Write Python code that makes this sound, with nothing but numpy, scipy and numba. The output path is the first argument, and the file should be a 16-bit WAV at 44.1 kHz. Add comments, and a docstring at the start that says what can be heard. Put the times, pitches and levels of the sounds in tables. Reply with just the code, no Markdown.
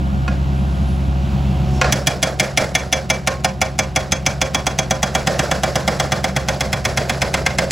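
"""An excavator's diesel and fan run beside a trench, then the chisel knocks in its bushing and oil whistles.
Pushed home, the chisel crunches; the hydraulic hammer pounds the rock, six blows a second, then eight.
Engine and pump are firing-rate tones and coloured noise. Each blow is a noise crack plus decaying steel
modes, with rebounds, rattling grit and scatter off the trench banks. The recorder's gain control pushes
the engine down once the blows begin."""
import sys
import numpy as np
from scipy import signal
from scipy.fft import rfft, irfft, next_fast_len
from scipy.io import wavfile
from scipy.ndimage import uniform_filter1d, minimum_filter1d
from numba import njit

SR = 44100
rng = np.random.default_rng(int(sys.argv[2]) if len(sys.argv) > 2 else 0)


def master(y):
    """Save y as 16-bit WAV."""
    cut = np.clip(np.atleast_2d(y).T, -1, 1)
    pcm = np.round(cut * 32767)  # scale
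    wavfile.write(sys.argv[1], SR, pcm.astype(np.int16))


N = 340011
TIME = np.arange(N) / SR
AGE = TIME[:12000]  # seconds since a blow


def undb(db):
    """Decibels to gain."""
    return 10 ** (np.asarray(db) / 20)


def curves(table, times=TIME):
    """The columns of a table, joined by straight lines in time."""
    s, *columns = np.transpose(table)
    return [np.interp(times, s, column) for column in columns]


def at_hz(hz, points):
    """Read (frequency [Hz], value) points on a log-frequency axis."""
    f, value = np.transpose(points)
    return np.interp(np.log(np.maximum(hz, 1)), np.log(f), value)


def colour(white, points):
    """Give unit white noise a spectrum in dB per Hz."""
    size = next_fast_len(white.shape[-1])
    gain = undb(at_hz(np.fft.rfftfreq(size, 1 / SR), points)) * np.sqrt(SR / 2)
    return irfft(rfft(white, size) * gain, size)[..., :white.shape[-1]]


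def band_noise(hz, width_hz):
    """Noise through the same resonance twice, rms 1; width_hz is that of one pass."""
    b, a = signal.iirpeak(hz, hz / width_hz, SR)
    once = signal.lfilter(b, a, rng.standard_normal(N))
    twice = signal.lfilter(b, a, once)
    return twice / twice.std()


def walk(rate):
    """Random wander with a spread near 1, joined by straight lines between `rate` points a second."""
    return np.interp(TIME * rate, np.arange(1000), rng.standard_normal(1000))


def ramp(start_s, length_s):
    """An even rise from 0 to 1."""
    return np.clip((TIME - start_s) / length_s, 0, 1)


def fade(t60):
    """Exponential decay after a blow, 60 dB down at t60 seconds."""
    return np.exp(-np.log(1000) * AGE / t60)


def add(track, s, sound):
    """Mix a sound into a track at a time."""
    start = min(int(s * SR), N)
    track[start:start + len(sound)] += sound[:N - start]


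# Fan and exhaust noise from the sides: (frequency [Hz], level [dB per Hz])
FAN_SPECTRUM = [(60, -82), (140, -55), (200, -58), (260, -69), (350, -67), (430, -80), (700, -64),
                (1050, -75), (1430, -63.5), (2100, -83.5), (3000, -112)]


def fan():
    """Cooling air and exhaust spread to the sides: one noise, in opposite polarity left and right."""
    return colour(rng.standard_normal(N), FAN_SPECTRUM) * np.array([[1], [-1]])


# The hydraulic load builds as the hammer is pressed onto the rock
PRESS_FROM_S, PRESS_S, IDLE_LOAD = 1.34, 0.51, 0.1


def pump_load():
    """Hydraulic load 0-1: light at first, full once the hammer leans on the rock."""
    return IDLE_LOAD + (1 - IDLE_LOAD) * ramp(PRESS_FROM_S, PRESS_S)


# The firing rate flares briefly as the hammer changes stroke
FIRING_HZ, FLARE_HZ, FLARE_AT_S, FLARE_S = 67.36, 1.77, 4.5, 0.0468
# Exhaust and pump tones, before the engine's level:
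# (multiple of firing rate, level [dB], extra level at full load [dB])
ENGINE_TONES = [(1, -18, -5), (2, -23.5, 1), (3, -34.5, -17), (4.25, -42, -3), (5.5, -47.5, 11),
                (6, -62, -3.5), (8, -49, 2), (8.25, -45, -2), (9, -57.5, 13), (10, -45, -0.5),
                (11, -44.5, 9)]
# Exhaust rumble, fan and injector clatter, before the engine's level: (frequency [Hz], level [dB per Hz])
RUMBLE_SPECTRUM = [(22, -82), (50, -47), (85, -43.5), (112, -50.5), (160, -43.5), (202, -41), (240, -57),
                   (350, -57), (440, -69), (740, -64.5), (1900, -79), (2700, -74), (6000, -86.5),
                   (15500, -98)]
# Engine level over time: (time [s], level [dB])
ENGINE_LEVEL = [(.4, -1), (1, 1), (1.88, 8), (2.05, 1.5), (4, 2.5), (5, 2), (6, 5), (7.7, 3.3)]


def engine(pulsing=0.11):
    """Four cylinders sound the exhaust and drive the pump; gas and clatter pulse with every firing."""
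    flutter_db, wander = .5, .001  # wander is a fraction of the firing rate
    hz = FIRING_HZ + FLARE_HZ * np.exp(-((TIME - FLARE_AT_S) / FLARE_S) ** 2)
    level_db, = curves(ENGINE_LEVEL)
    load = pump_load()
    phase = 2 * np.pi * np.cumsum(hz * (1 + wander * walk(12))) / SR
    tones = 0
    for multiple, db, extra_db in ENGINE_TONES:
        gain = np.sqrt(2) * undb(db + extra_db * load + flutter_db * walk(5.1))
        tones = tones + gain * np.sin(multiple * phase + rng.uniform(0, 2 * np.pi))
    puffs = rng.standard_normal(N) * (1 + pulsing * np.cos(phase))
    rumble = colour(puffs, RUMBLE_SPECTRUM) * undb(0.69 * walk(4.4))
    return undb(level_db) * (tones + rumble)


def pump(growl_db=-44, growl_hz=820, width_hz=700):
    """The hydraulic pump growls as the pressure builds: band noise scaled by the load."""
    return pump_load() * undb(growl_db + 3.0 * walk(4.9)) * band_noise(growl_hz, width_hz)


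VALVE_RANGE_DB = 28  # from shut to open
# The oil valve opens; levels are before the opening curve:
# (start [s], attack [s], hold [s], release [s], whistle [Hz], whistle level [dB], rush level [dB])
OIL_OPENINGS = [(.48, 0.048, 0.52, .12, 10200, -57, -56), (1.546, .21, 0.022, 0.17, 5450, -38, -37)]


def valve(whistle_width_hz=350):
    """Oil whistles and rushes through the valve: narrow and broad noise follow its opening."""
    out = 0
    for s, attack_s, hold_s, release_s, hz, whistle_db, rush_db in OIL_OPENINGS:
        opening = ramp(s, attack_s) - ramp(s + attack_s + hold_s, release_s)
        # subtract the shut gain, so a shut valve is silent
        flow = undb(VALVE_RANGE_DB * (opening - 1)) - undb(-VALVE_RANGE_DB)
        whistle = undb(whistle_db + 5.3 * walk(30.3)) * band_noise(hz, whistle_width_hz)
        rush = undb(rush_db) * band_noise(5400, 5500)
        out = out + flow * (whistle + rush)
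    return out


def near_bank(x, echo_db=-15.0, low_hz=600, high_hz=1500):
    """The bank beside the microphone returns the midrange late, added left and subtracted right."""
    late = np.pad(x, (150, 0))[:N]  # 3.4 ms
    echo = signal.sosfilt(signal.butter(4, low_hz, "high", fs=SR, output="sos"), late)
    echo = signal.lfilter(*signal.butter(1, high_hz, fs=SR), echo)
    return undb(echo_db) * echo * np.array([[1], [-1]])


def trench(x, echo_db=-12, wide_db=-7, t60_s=0.08, dull_hz=4000, wide_hz=1600):
    """Earth banks and the machine scatter the blows back; mainly the lower echoes differ left and right."""
    far_s = .045  # scatter swells until here, then decays
    shape = np.minimum(AGE / far_s, undb(-60 * (AGE - far_s) / t60_s))
    mid, side = rng.standard_normal((2, len(AGE))) * shape / np.sqrt(np.sum(shape ** 2))
    mid = signal.lfilter(*signal.butter(1, dull_hz, fs=SR), mid)
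    side = undb(wide_db) * signal.lfilter(*signal.butter(1, wide_hz, fs=SR), side)
    response = np.array([mid + side, mid - side])
    echoes = signal.fftconvolve(x[None], response, axes=1)[:, :N]
    return x + undb(echo_db) * echoes


def ring(modes, phases, scatter_db=1.5, detune=0.0052, slip=0.28, swell_s=0.0017,
         swell_cycles=2.53, sustain=1):
    """Steel modes swell over a few cycles and die away, never twice quite alike."""
    hz, db, t60 = np.transpose(modes)[:, :, None]
    size, pitch, shift, damping = rng.standard_normal((4, len(modes), 1))
    # pressed against the rock, modes are held to about 250 cycles
    t60 = sustain * np.minimum(t60, 250 / hz) * np.exp(.15 * damping)
    swell = 1 - np.exp(-AGE / (swell_s + swell_cycles / hz))
    waves = np.sin(2 * np.pi * hz * (1 + detune * pitch) * AGE + phases + slip * shift)
    return np.sum(undb(db + scatter_db * size) * swell * fade(t60) * waves, axis=0)


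# Crack of steel on rock, before shaping and mixing: (frequency [Hz], level [dB per Hz])
CRACK_SPECTRUM = [(35, -69), (80, -44), (200, -43), (400, -59), (700, -51), (1200, -53.5), (2100, -50),
                  (3200, -55.5), (4100, -59.5), (6200, -57.5), (8300, -59.5), (12000, -68), (15500, -72.5)]


def cracks(count, likeness=0.84, t60_slope=0.15, build_cycles=0.21, snap_db=5, snap_s=0.0022,
           sweep_s=0.002998):
    """The chisel chatters on the rock: octave bands of noise, alike from blow to blow as likeness sets."""
    contact_s, t60_s = .008, .06  # at 1 kHz; other octaves are stretched
    contact = rng.standard_normal((count, len(AGE)))
    for k in range(1, count):
        contact[k] = likeness * contact[k - 1] + np.sqrt(1 - likeness ** 2) * contact[k]
    spectrum = rfft(colour(contact, CRACK_SPECTRUM))
    octave = np.log2(np.clip(np.fft.rfftfreq(len(AGE), 1 / SR), 62.5, 16000) / 1000)
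    # bending waves run slower the lower they are, so each crack sweeps downwards
    lag_s = sweep_s * np.maximum(0, 2 ** (-np.maximum(octave, -1) / 2) - 1 / 2)
    sweep = np.exp(-2j * np.pi * np.cumsum(lag_s) * SR / len(AGE))
    out = 0
    for k in range(-4, 5):  # octaves from 1 kHz
        hz = 1000 * 2. ** k
        # lows come late and stay, highs snap and go
        stretch = 2 ** (-k * t60_slope)
        build = 1 - np.exp(-AGE * hz / build_cycles)
        decay = np.minimum(1, undb(-60 * (AGE - contact_s * stretch) / (t60_s * stretch)))
        # the first touch of the steel snaps brightest
        snap = undb(snap_db * np.clip((k + 1) / 3, 0, 1) * np.exp(-(AGE / snap_s) ** 2))
        band = irfft(spectrum * np.maximum(0, 1 - abs(octave - k)), len(AGE))
        out = out + build * decay * snap * band
    return irfft(rfft(out) * sweep, len(AGE))


# Shaken grit and rattling plates, before shaping and mixing: (frequency [Hz], level [dB per Hz])
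GRIT_SPECTRUM = [(100, -60.5), (400, -52), (600, -42.5), (1000, -59), (1600, -55.5), (3000, -69.5),
                 (4700, -63), (5350, -63.5), (6100, -68), (8500, -70), (15500, -86.5)]


def grit(settle_s=0.038, t60_s=0.37, early_db=-5):
    """Chips and plates rattle most around the hammer's drop back from recoil, then settle: clumpy noise."""
    recoil_s, clump_db = .045, 3
    # uneven gains over short time-frequency cells make brief ticks at different pitches
    _, _, chips = signal.stft(rng.standard_normal(len(AGE)), nperseg=256)
    uneven = chips * undb(clump_db * rng.standard_normal(chips.shape))
    rattle = signal.istft(uneven)[1][:len(AGE)]
    rise = undb(np.interp(AGE, [0, recoil_s / 2, recoil_s], [-20, early_db, 0]))
    settle = np.minimum(1, undb(-60 * (AGE - settle_s) / t60_s))
    # the debris falls in uneven bursts
    burst_s, burst_db = .012, 1.5
    bursts = undb(burst_db * np.interp(AGE / burst_s, np.arange(24), rng.standard_normal(24)))
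    return rise * settle * bursts * colour(rattle / rattle.std(), GRIT_SPECTRUM)


# Ringing modes of the chisel's bushing, before knock level, cap and scatter:
# (frequency [Hz], level [dB], t60 [s])
BUSHING_MODES = [(523, -10, 0.066), (740, -13, 0.092), (1077, -10.5, 0.057), (1417, -12, 0.09),
                 (1663, -22, 0.19), (2495, -11.5, 0.056), (2960, -23, 0.025), (4430, -23, 0.074),
                 (5840, -21, 0.048)]
# The loose chisel knocks and crunches; gains on each sound: (time [s], knock [dB], crunch of rock [dB])
CHISEL_CLANKS = [(.278, -7.5, -11.5), (1.8133, 8.5, 10.5), (1.843, 1, 0.5)]


def clanks(low_hz=600, dull_hz=4500):
    """The chisel knocks in its bushing as it is set down, and crunches into the rock when pushed home."""
    track = np.zeros(N)
    contacts = cracks(len(CHISEL_CLANKS), likeness=0.077)
    for (s, knock_db, crunch_db), crack in zip(CHISEL_CLANKS, contacts):
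        phases = rng.uniform(0, 2 * np.pi, (len(BUSHING_MODES), 1))
        knock = ring(BUSHING_MODES, phases, swell_s=0.00023)
        crunch = signal.lfilter(*signal.butter(1, [low_hz, dull_hz], "band", fs=SR), crack + grit())
        add(track, s, undb(knock_db) * knock + undb(crunch_db) * crunch)
    return track


# The even stroke lengthens a little with every blow
EVEN_FROM_S, STROKE_S, SLOWING_S_PER_BLOW = 4.5459, .12057, .000082
# The hammer starts on long, uneven strokes: (time [s])
LONG_STROKE_TIMES = [1.9232, 2.0702, 2.2275, 2.397, 2.5735, 2.7503, 2.926, 3.1, 3.2726, 3.4451, 3.615,
                     3.7888, 3.9601, 4.12, 4.263, 4.4147]


def blow_times(count=26):
    """The long opening strokes, then the even run."""
    strokes = STROKE_S + SLOWING_S_PER_BLOW * np.arange(count)
    even_run = EVEN_FROM_S + np.cumsum(np.append(0, strokes))
    return np.concatenate([LONG_STROKE_TIMES, even_run])


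def seat_tone(hz, knock_db, clang_db, ring_db, treble_db, thud_follow=0.76, thud_db=-1,
              mid_follow=0.48, low_ring_follow=0.76, high_ring_follow=1.17):
    """Tone curve in dB: a buried chisel rings less and thuds more into the ground."""
    ground_db = thud_db - thud_follow * ring_db
    mid_db = mid_follow * (knock_db - ring_db)
    low_ring_db, high_ring_db = low_ring_follow * ring_db, high_ring_follow * ring_db
    half_clang_db = clang_db / 2
    return at_hz(hz, [
        (250, ground_db), (740, knock_db), (1500, mid_db), (2150, clang_db),
        (2290, low_ring_db + half_clang_db), (2360, low_ring_db + half_clang_db),
        (2600, half_clang_db), (2850, half_clang_db), (3400, low_ring_db),
        (4200, half_clang_db), (5100, half_clang_db), (5800, high_ring_db),
        (6400, high_ring_db), (7500, half_clang_db), (10000, treble_db)])


# A longer stroke hits harder
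FORCE_DB_PER_DOUBLING = 0.5
# Treble of the tone curve dulls as the chisel sinks into crushed rock, until the even run
FRESH_TREBLE_DB, DULLING_DB_PER_S = 7.5, 4.5
# Random spread of the seating values from blow to blow
COLOUR_SPREAD_DB, GRIT_SPREAD_DB = 0.63, 1.42
# The piston's control valve ticks just before each blow; level relative to the crack
TICK_LEAD_S, TICK_DB = .0072, -18
# A buried chisel stops ringing sooner: dB of ring time per dB of chisel ring
RING_TIME_FOLLOW = 0.16
# Ringing modes of chisel and housing, before seating, cap and scatter:
# (frequency [Hz], level [dB], t60 [s])
STEEL_MODES = [(533.2, -22.5, 0.19), (637.4, -17.5, 0.11), (756, -11.5, 0.074), (828, -18.5, 0.063),
               (1013, -33, 0.35), (1078, -30, 0.23), (1191, -30.5, 0.17), (1395, -26, 0.099),
               (1452, -29.5, 0.2), (1591, -24.5, 0.1), (1711, -19.5, 0.06), (1823, -25.5, 0.17),
               (2140, -4, 0.016), (2149, -10.5, 0.04), (2318, -16.5, 0.088), (2840, -17, 0.028),
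               (3330, -15.5, 0.062), (3404, -18.5, 0.062), (4240, -29, 0.065), (4715, -25, 0.069),
               (5083, -16, 0.13), (5360, -20.5, 0.043), (5870, -10, 0.028), (6315, -13.5, 0.044),
               (7674, -18.5, 0.048), (9710, -20, 0.049), (10670, -37, 0.033), (15200, -43, 0.027)]
# How the chisel sits as it works into the rock, before spread and the follow factors:
# (time [s], body knock [dB], housing clang [dB], chisel ring [dB], loose grit [dB])
CHISEL_SEATING = [(1.92, -9.5, -8, 0, -5), (2.2, -3, -1, 3, -6.5), (2.62, -2.5, 4, 2.5, 0),
                  (2.95, 0.5, 0, 6, -6.5), (3.4, 6.5, -2, -2.5, -9.5), (3.75, 5, -3, 3.5, -9),
                  (4.2, -1, -2, 3.5, -10), (4.7, 2, -10, 2, -10), (5.2, 0.5, -3.5, -4, -3.5),
                  (5.9, 7, -3, -4, -4.5), (6.65, -3, -8, -4, -6), (7.7, -2, 4, -7.5, -5)]


def hammer(force_db=11, steel_db=1, grit_db=1.0, rebound_db=-19, ring_follow=0.73, crack_follow=0.45):
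    """Piston blows: crack, steel ring, rebounds and grit, coloured by how firmly the chisel sits."""
    track, times = np.zeros(N), blow_times()
    rebound_s = .052
    phases = rng.uniform(0, 2 * np.pi, (len(STEEL_MODES), 1))
    hz = np.fft.rfftfreq(len(AGE), 1 / SR)
    strokes = np.diff(times, prepend=times[0] - STROKE_S)
    seating = np.transpose(curves(CHISEL_SEATING, times))
    spread_db = [COLOUR_SPREAD_DB, COLOUR_SPREAD_DB, COLOUR_SPREAD_DB, GRIT_SPREAD_DB]
    seating = seating + rng.standard_normal(seating.shape) * spread_db
    for s, stroke_s, seat, crack in zip(times, strokes, seating, cracks(len(times))):
        knock_db, clang_db, ring_db, loose_db = seat
        treble_db = FRESH_TREBLE_DB - DULLING_DB_PER_S * (min(s, EVEN_FROM_S) - times[0])
        tone_db = seat_tone(hz, knock_db, clang_db, ring_db, treble_db)
        # the seating changes the steel's ring more than the crack
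        steel = ring(STEEL_MODES, phases, sustain=undb(RING_TIME_FOLLOW * ring_db))
        crack_part = undb(crack_follow * tone_db) * rfft(crack)
        steel_part = undb(steel_db + ring_follow * tone_db) * rfft(steel)
        blow = irfft(crack_part + steel_part, len(AGE))
        blow = blow * undb(FORCE_DB_PER_DOUBLING * np.log2(stroke_s / STROKE_S))
        add(track, s - TICK_LEAD_S, undb(TICK_DB) * crack)
        add(track, s, blow)
        add(track, s, undb(grit_db + loose_db) * grit())
        # the hammer drops back on the chisel in a few dull bounces
        bounce = signal.lfilter(*signal.butter(2, [800, 3000], "band", fs=SR), blow)
        for late, size in rng.standard_normal((3, 2)):
            bounce_at = s + rebound_s * np.exp(.22 * late)
            add(track, bounce_at, undb(rebound_db + loose_db + 2 * size) * bounce)
    return undb(force_db) * track


def scene():
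    """Hammer in the trench, engine, pump, valve and fan behind it."""
    background = fan() + engine() + pump() + valve()
    strikes = hammer() + clanks()
    return background + near_bank(strikes) + trench(strikes)


@njit
def follow(x, attack, release):
    """Envelope with separate smoothing for rise and fall, as fractions per sample."""
    out, e = np.empty(len(x)), 0.
    for i in range(len(x)):
        e += (x[i] - e) * (attack if x[i] > e else release)
        out[i] = e
    return out


TOP_HZ = 15800  # where the recorder cuts off
# Phase between the two microphone ports: (frequency [Hz], left lead [radians])
PORT_LEAD = [(0, 0), (150, -.33), (330, -.25), (430, -.1), (600, -.42), (950, 0), (7300, 0), (7650, -.55),
             (8000, -1.2), (8450, -2.6), (8900, -3.14), (15500, -12.57), (22050, -12.57)]
# Balance between the two microphone ports: (frequency [Hz], left minus right [dB])
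PORT_TILT = [(200, 0), (430, 0), (700, -3.8), (1290, -2), (2400, -.2), (4400, 0)]


def record(dry, knee_db=-13, attack_s=0.058, release_s=1.0, recover_s=0.00067):
    """Two ports, a slow gain control, a quick peak limiter and a steep cut at the top."""
    ceiling_db = -1
    size = next_fast_len(N)
    hz = np.fft.rfftfreq(size, 1 / SR)
    # each port takes half of the balance and phase
    half_lead = np.exp(.5j * np.interp(hz, *np.transpose(PORT_LEAD)))
    ports = undb(at_hz(hz, PORT_TILT) / 2) * half_lead
    x = irfft(rfft(dry, size) * np.array([ports, 1 / ports]), size)[:, :N]
    loudness = follow(abs(x).max(axis=0), 1 / (attack_s * SR), 1 / (release_s * SR))
    x = x / np.maximum(1, loudness / undb(knee_db))
    # hold each peak over 41 samples so the limiter acts ahead of it
    held = -minimum_filter1d(-abs(x).max(axis=0), size=41)
    peaks = follow(held, 0.25, 1 / (recover_s * SR))
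    x = x / uniform_filter1d(np.maximum(1, peaks / undb(ceiling_db)), size=41)
    return signal.sosfilt(signal.ellip(8, .2, 70, TOP_HZ, fs=SR, output="sos"), x)


dry = scene()
out = record(dry)
master(out)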